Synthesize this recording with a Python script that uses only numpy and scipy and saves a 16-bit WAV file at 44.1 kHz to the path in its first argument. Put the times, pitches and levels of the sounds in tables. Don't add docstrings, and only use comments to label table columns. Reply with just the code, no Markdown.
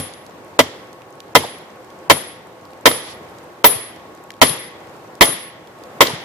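import sys
import numpy as np
from scipy import signal
from scipy.fft import rfft, irfft
from scipy.io import wavfile
from scipy.ndimage import uniform_filter1d, minimum_filter1d, map_coordinates

SR = 44100
rng = np.random.default_rng(int(sys.argv[2]) if len(sys.argv) > 2 else 0)


def elevation(decibels):
    levels = np.asarray(decibels, float)
    return 10 ** (levels / 20)


def master_out(mix):
    frames = np.transpose(np.atleast_2d(mix))
    ceiling = np.clip(frames, -1, 1)
    pcm = np.round(ceiling * 32767).astype(np.int16)
    wavfile.write(sys.argv[1], SR, pcm)


N = 275184
LEAD = SR // 10

# start in seconds, strength in dB, stump share in dB,
# crash in dB, echo in dB.
BLOW_BEFORE = [
    (-0.036, 2.5, 12, 5, -27.5),
]
BLOWS = [
    (0.59, 7, 4, -1, -26),
    (1.351, 12.4, 1, -3, -21.5),
    (2.098, 12.4, 1, 0, -21),
    (2.856, 12.9, -1.5, 0.5, -18),
    (3.642, 10.9, -3, 0.5, -18),
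    (4.415, 14.6, -3.5, -1, -16),
    (5.209, 18.1, -14.5, -2.5, -16),
    (6.006, 13.9, -3.5, -3, -16.5),
]
# lower ring in dB, broad pair in dB, top ring in dB.
HEAD_LEVELS = [(-30, -36, -32), (-43, -42, -27), (-22, -42, -19), (-39, -28, -54), (-33, -17, -9),
               (-10.5, -19, 3), (-25, -39, -25), (-11, -38, -4), (-48, -20, -8)]
# left level in dB, right level in dB, then the seconds
HEAD_TONES = [(-26.5, -33, 0.15, 0.16), (-44, -51, .14, 0.16), (-27.5, -29, 0.13, 0.035),
              (-17.5, -31, 0.15, 0.29), (-19, -21.5, 0.16, 0.19), (-11, -19.5, 0.16, 0.029),
              (-11, -28, 0.16, 0.11), (-10, -20.5, 0.17, 0.16), (-27, -40, 0.184, 0.23)]
# pitch in Hz, t60 in seconds, right-hand gain, right-hand lag in radians.
HEAD_MODES = [(10070, .17, .6, .5), (12300, .2, .9, 2), (12600, .2, .9, 2), (14125, .14, 1.7, 2.2)]
HEAD_FADE = [134, 90]
# pitch in Hz, level in dB, t60 in seconds.
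STUMP_MODES = [(94.7, -24.5, 0.22), (148, -19, 0.15), (256.7, -12, 0.12), (473.4, 3.5, 0.044),
               (581, 3.5, 0.053), (647.5, 3, 0.054)]
# pitch in Hz, level in dB, t60 in seconds.
STEEL_MODES = [(795, -1, 0.034), (983.4, 10, 0.033), (1077, 3, 0.029), (1280, 6, 0.024),
               (1771, -3.5, 0.047), (2011, -0.5, 0.057), (2150, -19.5, 0.15), (3138, -1.5, 0.065),
               (3205, -12, 0.097), (3473, -8.5, 0.075), (5105, -3, 0.038)]
# frequency in Hz, density in dB per Hz.
CRASH_COLOUR = [(30, -43), (120, -31), (300, -1), (600, -4), (1000, 2), (1600, -8.5), (2000, 0.5),
                (2500, -8.5), (3400, -5.5), (8000, -24.5), (14300, -23), (15000, -60.5), (22000, -82)]
# frequency in Hz, t60 in seconds.
CRASH_T60 = [(60, 0.13), (250, 0.058), (600, 0.071), (1200, 0.053), (2500, 0.06), (4000, 0.06),
             (14000, 0.09)]
# frequency in Hz, density in dB per Hz.
TREES_COLOUR = [(60, -31), (120, -4.5), (500, -3), (1500, -11), (2000, -11.5), (3500, -11), (8000, -10),
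                (13000, -31), (14500, -20), (15000, -88)]
# frequency in Hz, t60 in seconds.
TREES_T60 = [(200, 0.55), (600, 0.53), (1500, 0.65), (2030, 0.96), (2600, 0.73), (3350, 0.73), (4500, 0.63),
             (10000, 0.32)]
# pitch in Hz, width in Hz, level in dB.
ECHO_RESONANCES = [(477, 120, 5), (1120, 240, 5.5), (1930, 200, 6.5), (3320, 450, 7.5), (3930, 250, -16),
                   (5000, 280, 1)]
# frequency in Hz, left-right likeness from -1 to 1.
ALIKE_NEAR = [(100, 1), (1000, 0.22), (3000, 0.098), (10000, 0.041)]
# frequency in Hz, left-right likeness from -1 to 1.
ALIKE_FAR = [(60, 0.97), (180, 0.92), (550, 0.81), (1650, 0.056), (4970, -0.12), (15000, -0.026)]
# frequency in Hz, density in dB per Hz.
FIRE_COLOUR = [(15, -98), (25, -40), (99, -10), (289, -9.5), (330, -4), (432, -7.5), (494, -6.5), (917, -9),
               (1110, -13.5), (1270, -14.5), (1490, -16), (3160, -26.5), (13100, -39), (15400, -29.5)]
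# pitch in Hz, wander in Hz, level in dB.
BLOWER_TONES = [(302, 11.46, -66.5), (509, 5.6, -55), (1101, 2.75, -55.5)]
# start in seconds, peak in dB, pitch in Hz, left-right balance in dB.
POPS = [(0.1373, -29, 3520, 4), (0.2647, -33.5, 4470, -4), (0.3087, -41, 2520, -5), (0.93, -34, 4700, -7),
        (1.0191, -37, 2400, -8), (1.1792, -48, 2300, -4), (1.2034, -26.5, 2930, -4), (1.281, -41, 2390, -1),
        (1.3244, -52, 2790, -5.5), (1.586, -39, 10900, -4), (4.318, -38, 4530, -2), (1.846, -42, 4100, -7),
        (1.9035, -36, 2900, -3), (2.3344, -38, 11000, 0), (2.653, -36.5, 3500, 0),
        (2.7057, -40.5, 3420, -1), (2.733, -36, 2430, 1), (2.811, -40, 6500, 0), (3.2884, -39, 2750, 5),
        (3.3857, -37, 4530, -4), (3.9615, -35, 3180, 0), (4.15, -42, 6500, 4), (4.239, -40, 7500, 0),
        (4.3048, -20, 1900, 3), (4.339, -37, 3000, 3), (4.366, -44, 3700, -6), (4.8718, -39, 2300, 5),
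        (5.1532, -35.5, 4100, -3), (5.6733, -38, 3320, -0.5), (5.837, -32.5, 3610, -3)]
# start in seconds, peak in dB, pitch in Hz.
KNOCKS = [(0.645, -19, 485), (0.759, -25, 380), (1.404, -11, 487), (1.447, -10.5, 484), (1.49, -25, 710),
          (2.149, -18, 490), (2.169, -17.5, 970), (2.909, -10.5, 493), (3.694, -25, 480), (3.719, -36, 503),
          (5.284, -14, 345), (6.081, -8.5, 450), (6.099, -18, 925)]
# start in seconds, peak in dB, pitch in Hz.
THUDS = [
    (3.752, -30, 125),
    (4.497, -24.5, 141),
    (5.285, -29, 148),
    (6.129, -25, 140),
]
# start in seconds, peak in dB, pitch in Hz.
CLINKS = [
    (.638, -21, 5000),
    (1.449, -21, 3820),
    (2.9134, -9.5, 1500),
    (2.915, -14, 3900),
    (3.775, -34, 3080),
    (4.4687, -8, 4800),
    (4.4946, -11, 3700),
    (5.256, -7.5, 5500),
    (5.423, -30.5, 4870),
    (6.0693, -4.5, 3930),
]
# start in seconds, peak in dB, first pitch in Hz,
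# last pitch in Hz, length in seconds.
SLIDE = (1.43, -23.5, 1350, 480, .024)


def unit(x):
    return x / np.sqrt(np.mean(x ** 2) + 1e-20)


def along(points, hz):
    f, v = np.transpose(points)
    return np.interp(np.log(hz + 1), np.log(f + 1), v)


def wobble(rate, size=N):
    knots = rng.standard_normal(int(size * rate / SR) + 4)
    return map_coordinates(knots, [np.arange(size) * rate / SR])


def noise(size, gain, alike, t60=None, patchy_db=0):
    hz, t, z = signal.stft(rng.standard_normal((2, size)), SR, nperseg=256)
    patches = uniform_filter1d(rng.standard_normal(z.shape[1:]), size=4, axis=0)
    patches = uniform_filter1d(patches, size=5, axis=1)
    pair = signal.istft(z * elevation(patchy_db * unit(patches)), SR, nperseg=256)[1][:, :size]
    f = np.fft.rfftfreq(size, 1 / SR)
    turn = np.arccos(np.clip(along(alike, f), -1, 1)) / 2
    mid, side = irfft(rfft(pair) * gain(f) * [np.cos(turn), np.sin(turn)], size)
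    pair = unit(np.array([mid + side, mid - side]))
    if t60:
        z = signal.stft(pair, SR, nperseg=256)[2]
        decay = elevation(-60 * t / along(t60, hz)[:, None])
        pair = signal.istft(z * decay, SR, nperseg=256)[1][:, :size]
    return pair


def add(track, s, sound):
    part = track[:, LEAD + round(s * SR):][:, :sound.shape[1]]
    part += sound[:, :part.shape[1]]


def ringing(modes, t, turn):
    scatter_db, detune = 1.2, 0.007
    total = 0
    for hz, db, t60 in modes:
        strength, pitch, phase = rng.standard_normal(), rng.standard_normal(), rng.standard_normal((2, 1))
        level = elevation(db + scatter_db * strength - 60 * t / t60)
        total = total + level * np.sin(2 * np.pi * hz * (1 + detune * pitch) * t + turn * phase)
    return total


def head_rings(levels, t):
    lower_db, broad_db, top_db = levels
    drift = 0.47 * np.cumsum(rng.standard_normal((len(HEAD_MODES), len(t))), axis=1) / np.sqrt(SR / 20)
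    ring = 0
    for (hz, t60, right, lag), db, d in zip(HEAD_MODES, [lower_db, broad_db, broad_db, top_db], drift):
        wave = np.sin(2 * np.pi * hz * t + d - [[0], [lag]])
        ring = ring + elevation(db - 60 * t / t60) * [[1], [right]] * wave
    return ring * elevation(2 * wobble(50, size=len(t))) * (1 - np.exp(-t / 0.0019))


def head_tone(row, t):
    lift_s, top_s = 0.3, 0.29
    db, dip_s = np.reshape(row, (2, 2, 1))
    fringe_s, stump_share = np.array([[.14, .24], [.6, .4]])[..., None]
    hz = 10915 + 45 * np.cos(np.pi * np.minimum(t / lift_s, 1))
    paths = 1 - stump_share * np.exp(2j * np.pi * (t - dip_s) / fringe_s)
    paths = paths + 0.33 * np.exp(2j * np.pi * (t / 0.037 + rng.random((2, 1))))
    shake_db = 1.5 * np.array([wobble(45, size=len(t)), wobble(46, size=len(t))])
    fade_db = np.array(HEAD_FADE)[:, None] * t
    turn_db = 400 * np.maximum(t - top_s, 0)
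    level = elevation(db + 3 + shake_db - fade_db - turn_db) * np.minimum(1, t / 0.014)
    return level * np.real(paths * np.exp(2j * np.pi * np.cumsum(hz) / SR - [[0], [1.5j]]))


def anvil_gain(hz):
    return 1 + sum(elevation(db) * w / np.hypot(w, 2 * (hz - c)) for c, w, db in ECHO_RESONANCES)


def tree_answer(t):
    colour = lambda hz: elevation(along(TREES_COLOUR, hz)) * anvil_gain(hz)
    echo = noise(len(t), colour, ALIKE_FAR, TREES_T60, patchy_db=1)
    return echo * (1 - np.exp(-t / 0.003))


def hammer():
    track = np.zeros((2, LEAD + N))
    long = np.arange(3 * SR // 4) / SR
    t = long[:SR // 2]
    lead_in = t[:SR // 300]
    for blow_row, levels, tone_row in zip(BLOW_BEFORE + BLOWS, HEAD_LEVELS, HEAD_TONES):
        s, db, wood_db, crash_db, echo_db = blow_row
        steel = ringing(STEEL_MODES, t, turn=0.67)
        stump = ringing(STUMP_MODES, t, turn=0.26) * (1 - np.exp(-t / 0.0017))
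        body = steel + elevation(wood_db) * stump
        crash = elevation(crash_db) * noise(len(t), lambda hz: elevation(along(CRASH_COLOUR, hz)), ALIKE_NEAR, CRASH_T60)
        blow = elevation(db) * (elevation(-10.5) * body + crash) * (1 - np.exp(-t / 0.00034))
        add(track, s + .0005, blow + head_rings(levels, t) + head_tone(tone_row, t))
        add(track, s, elevation(echo_db) * tree_answer(long))
        add(track, s - lead_in[-1], elevation(-37 + 430 * lead_in) * rng.standard_normal((2, len(lead_in))))
    return track[:, LEAD:]


def burst(hz, t60, spread, alike, steep=1):
    t = np.arange(SR // 16) / SR

    def band(f):
        octaves = np.log2(f / hz + 0.011) / spread
        return 1 / (1 + np.where(f < hz, steep, 1) ** 2 * octaves ** 2)

    return noise(len(t), band, [(hz, alike)]) * elevation(-60 * t / t60) * (1 - np.exp(-t * hz / 0.62))


def fire():
    level_db = -40.5 + 1.2 * wobble(2.773) + 0.27 * wobble(24)
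    return elevation(level_db) * noise(N, lambda hz: elevation(along(FIRE_COLOUR, hz)), ALIKE_FAR, patchy_db=1)


def blower():
    total = 0
    for hz, wander_hz, db in BLOWER_TONES:
        level = elevation(db + 3.5 + 3.1 * wobble(26))
        total = total + level * np.sin(2 * np.pi * np.cumsum(hz + wander_hz * wobble(13)) / SR)
    return total


def coals():
    track = np.zeros((2, LEAD + N))
    pop_t60 = 0.0089
    for s, db, hz, pan_db in POPS:
        sides = elevation([[db + pan_db / 2], [db - pan_db / 2]])
        add(track, s, sides * burst(hz, pop_t60, spread=0.83, alike=0.43, steep=3.4))
    for when, loud, pitch in rng.random((45, 3)):
        spit = burst(7000 * 2 ** (pitch - .5), pop_t60, spread=0.44, alike=0.32)
        add(track, when * N / SR, elevation(-49 + 7.1 * loud) * spit)
    return track[:, LEAD:]


def knock(hz, t60):
    t = np.arange(SR // 16) / SR
    return np.sin(2 * np.pi * hz * t - [[0], [.3]]) * elevation(-60 * t / t60) * (1 - np.exp(-t * hz / 1.26))


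def bounces():
    track = np.zeros((2, LEAD + N))
    t = np.arange(SR // 4) / SR
    knock_t60, thud_s = 0.042, 0.024
    for s, db, hz in KNOCKS:
        rattle = burst(hz, knock_t60, spread=0.69, alike=0.74)
        add(track, s, elevation(db - 5) * (knock(hz, knock_t60) + 0.5 * rattle))
    for s, db, hz in THUDS:
        swell = np.sin(np.pi * np.minimum(t / thud_s, 1))
        add(track, s, elevation(db) * swell * np.sin(2 * np.pi * hz * t - [[0], [.3]]))
    for s, db, hz in CLINKS:
        add(track, s, elevation(db - 8) * burst(hz, t60=0.024, spread=0.33, alike=.6))
    return track[:, LEAD:]


def skid():
    track = np.zeros((2, LEAD + N))
    t = np.arange(SR // 4) / SR
    s, db, from_hz, to_hz, length_s = SLIDE
    u = np.minimum(t / length_s, 1)
    phase = 2 * np.pi * np.cumsum(from_hz * (to_hz / from_hz) ** u) / SR
    add(track, s, elevation(db) * np.sqrt(np.abs(np.sin(np.pi * u)) ** 2) * np.sin(phase - [[0], [.3]]))
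    return track[:, LEAD:]


def scrape():
    track = np.zeros((2, LEAD + N))
    t = np.arange(SR // 4) / SR
    stroke = np.interp(t, np.cumsum([0, 0.065, 0.066, .015]), [0, 1, 1, 0])
    colour = lambda hz: 1 / np.hypot(1, np.log2(hz / 4000 + .01) / 0.54) ** 2
    grind = noise(len(t), colour, ALIKE_FAR, patchy_db=1.0)
    add(track, 3.0, elevation(-40 + 1.2 * wobble(91, size=len(t))) * stroke * grind)
    return track[:, LEAD:]


def scene():
    return hammer() + fire() + blower() + coals() + bounces() + skid() + scrape()


def thin_treble(x):
    hz, t, z = signal.stft(x, SR, nperseg=256)
    power = uniform_filter1d(np.abs(z) ** 2, size=3, axis=1)
    band = uniform_filter1d(power, size=6, axis=2)
    high_tone = band[:, hz > 9000].max(axis=(0, 1))
    coming = -minimum_filter1d(-power.sum(axis=(0, 1)), size=5, origin=-2)
    blocks = rng.random((z.shape[1] // 4 + 1, z.shape[2] // 12 + 1)) < .22
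    spared = np.kron(blocks, np.ones((4, 12), bool))[:z.shape[1], :z.shape[2]]
    beside = (hz[:, None] > 8800) & (high_tone > elevation(-112)) & (band < elevation(-138)) & ~spared
    before = (hz[:, None] > 2800) & (power < coming * elevation(-120))
    above = (hz[:, None] > 14550) & (power < elevation(-100))
    return signal.istft(z * ~(beside | before | above), SR, nperseg=256)[1][:, :N]


def low_pass(x):
    return signal.sosfilt(signal.butter(12, 15590, fs=SR, output="sos"), x)


def record(dry):
    clipped = dry / (1 + np.abs(dry / .96) ** 14) ** (1 / 14)
    low_cut = signal.butter(2, 35, "high", fs=SR, output="sos")
    mix = thin_treble(signal.sosfilt(low_cut, clipped))
    return low_pass(mix)


dry = scene()
out = record(dry)
master_out(out)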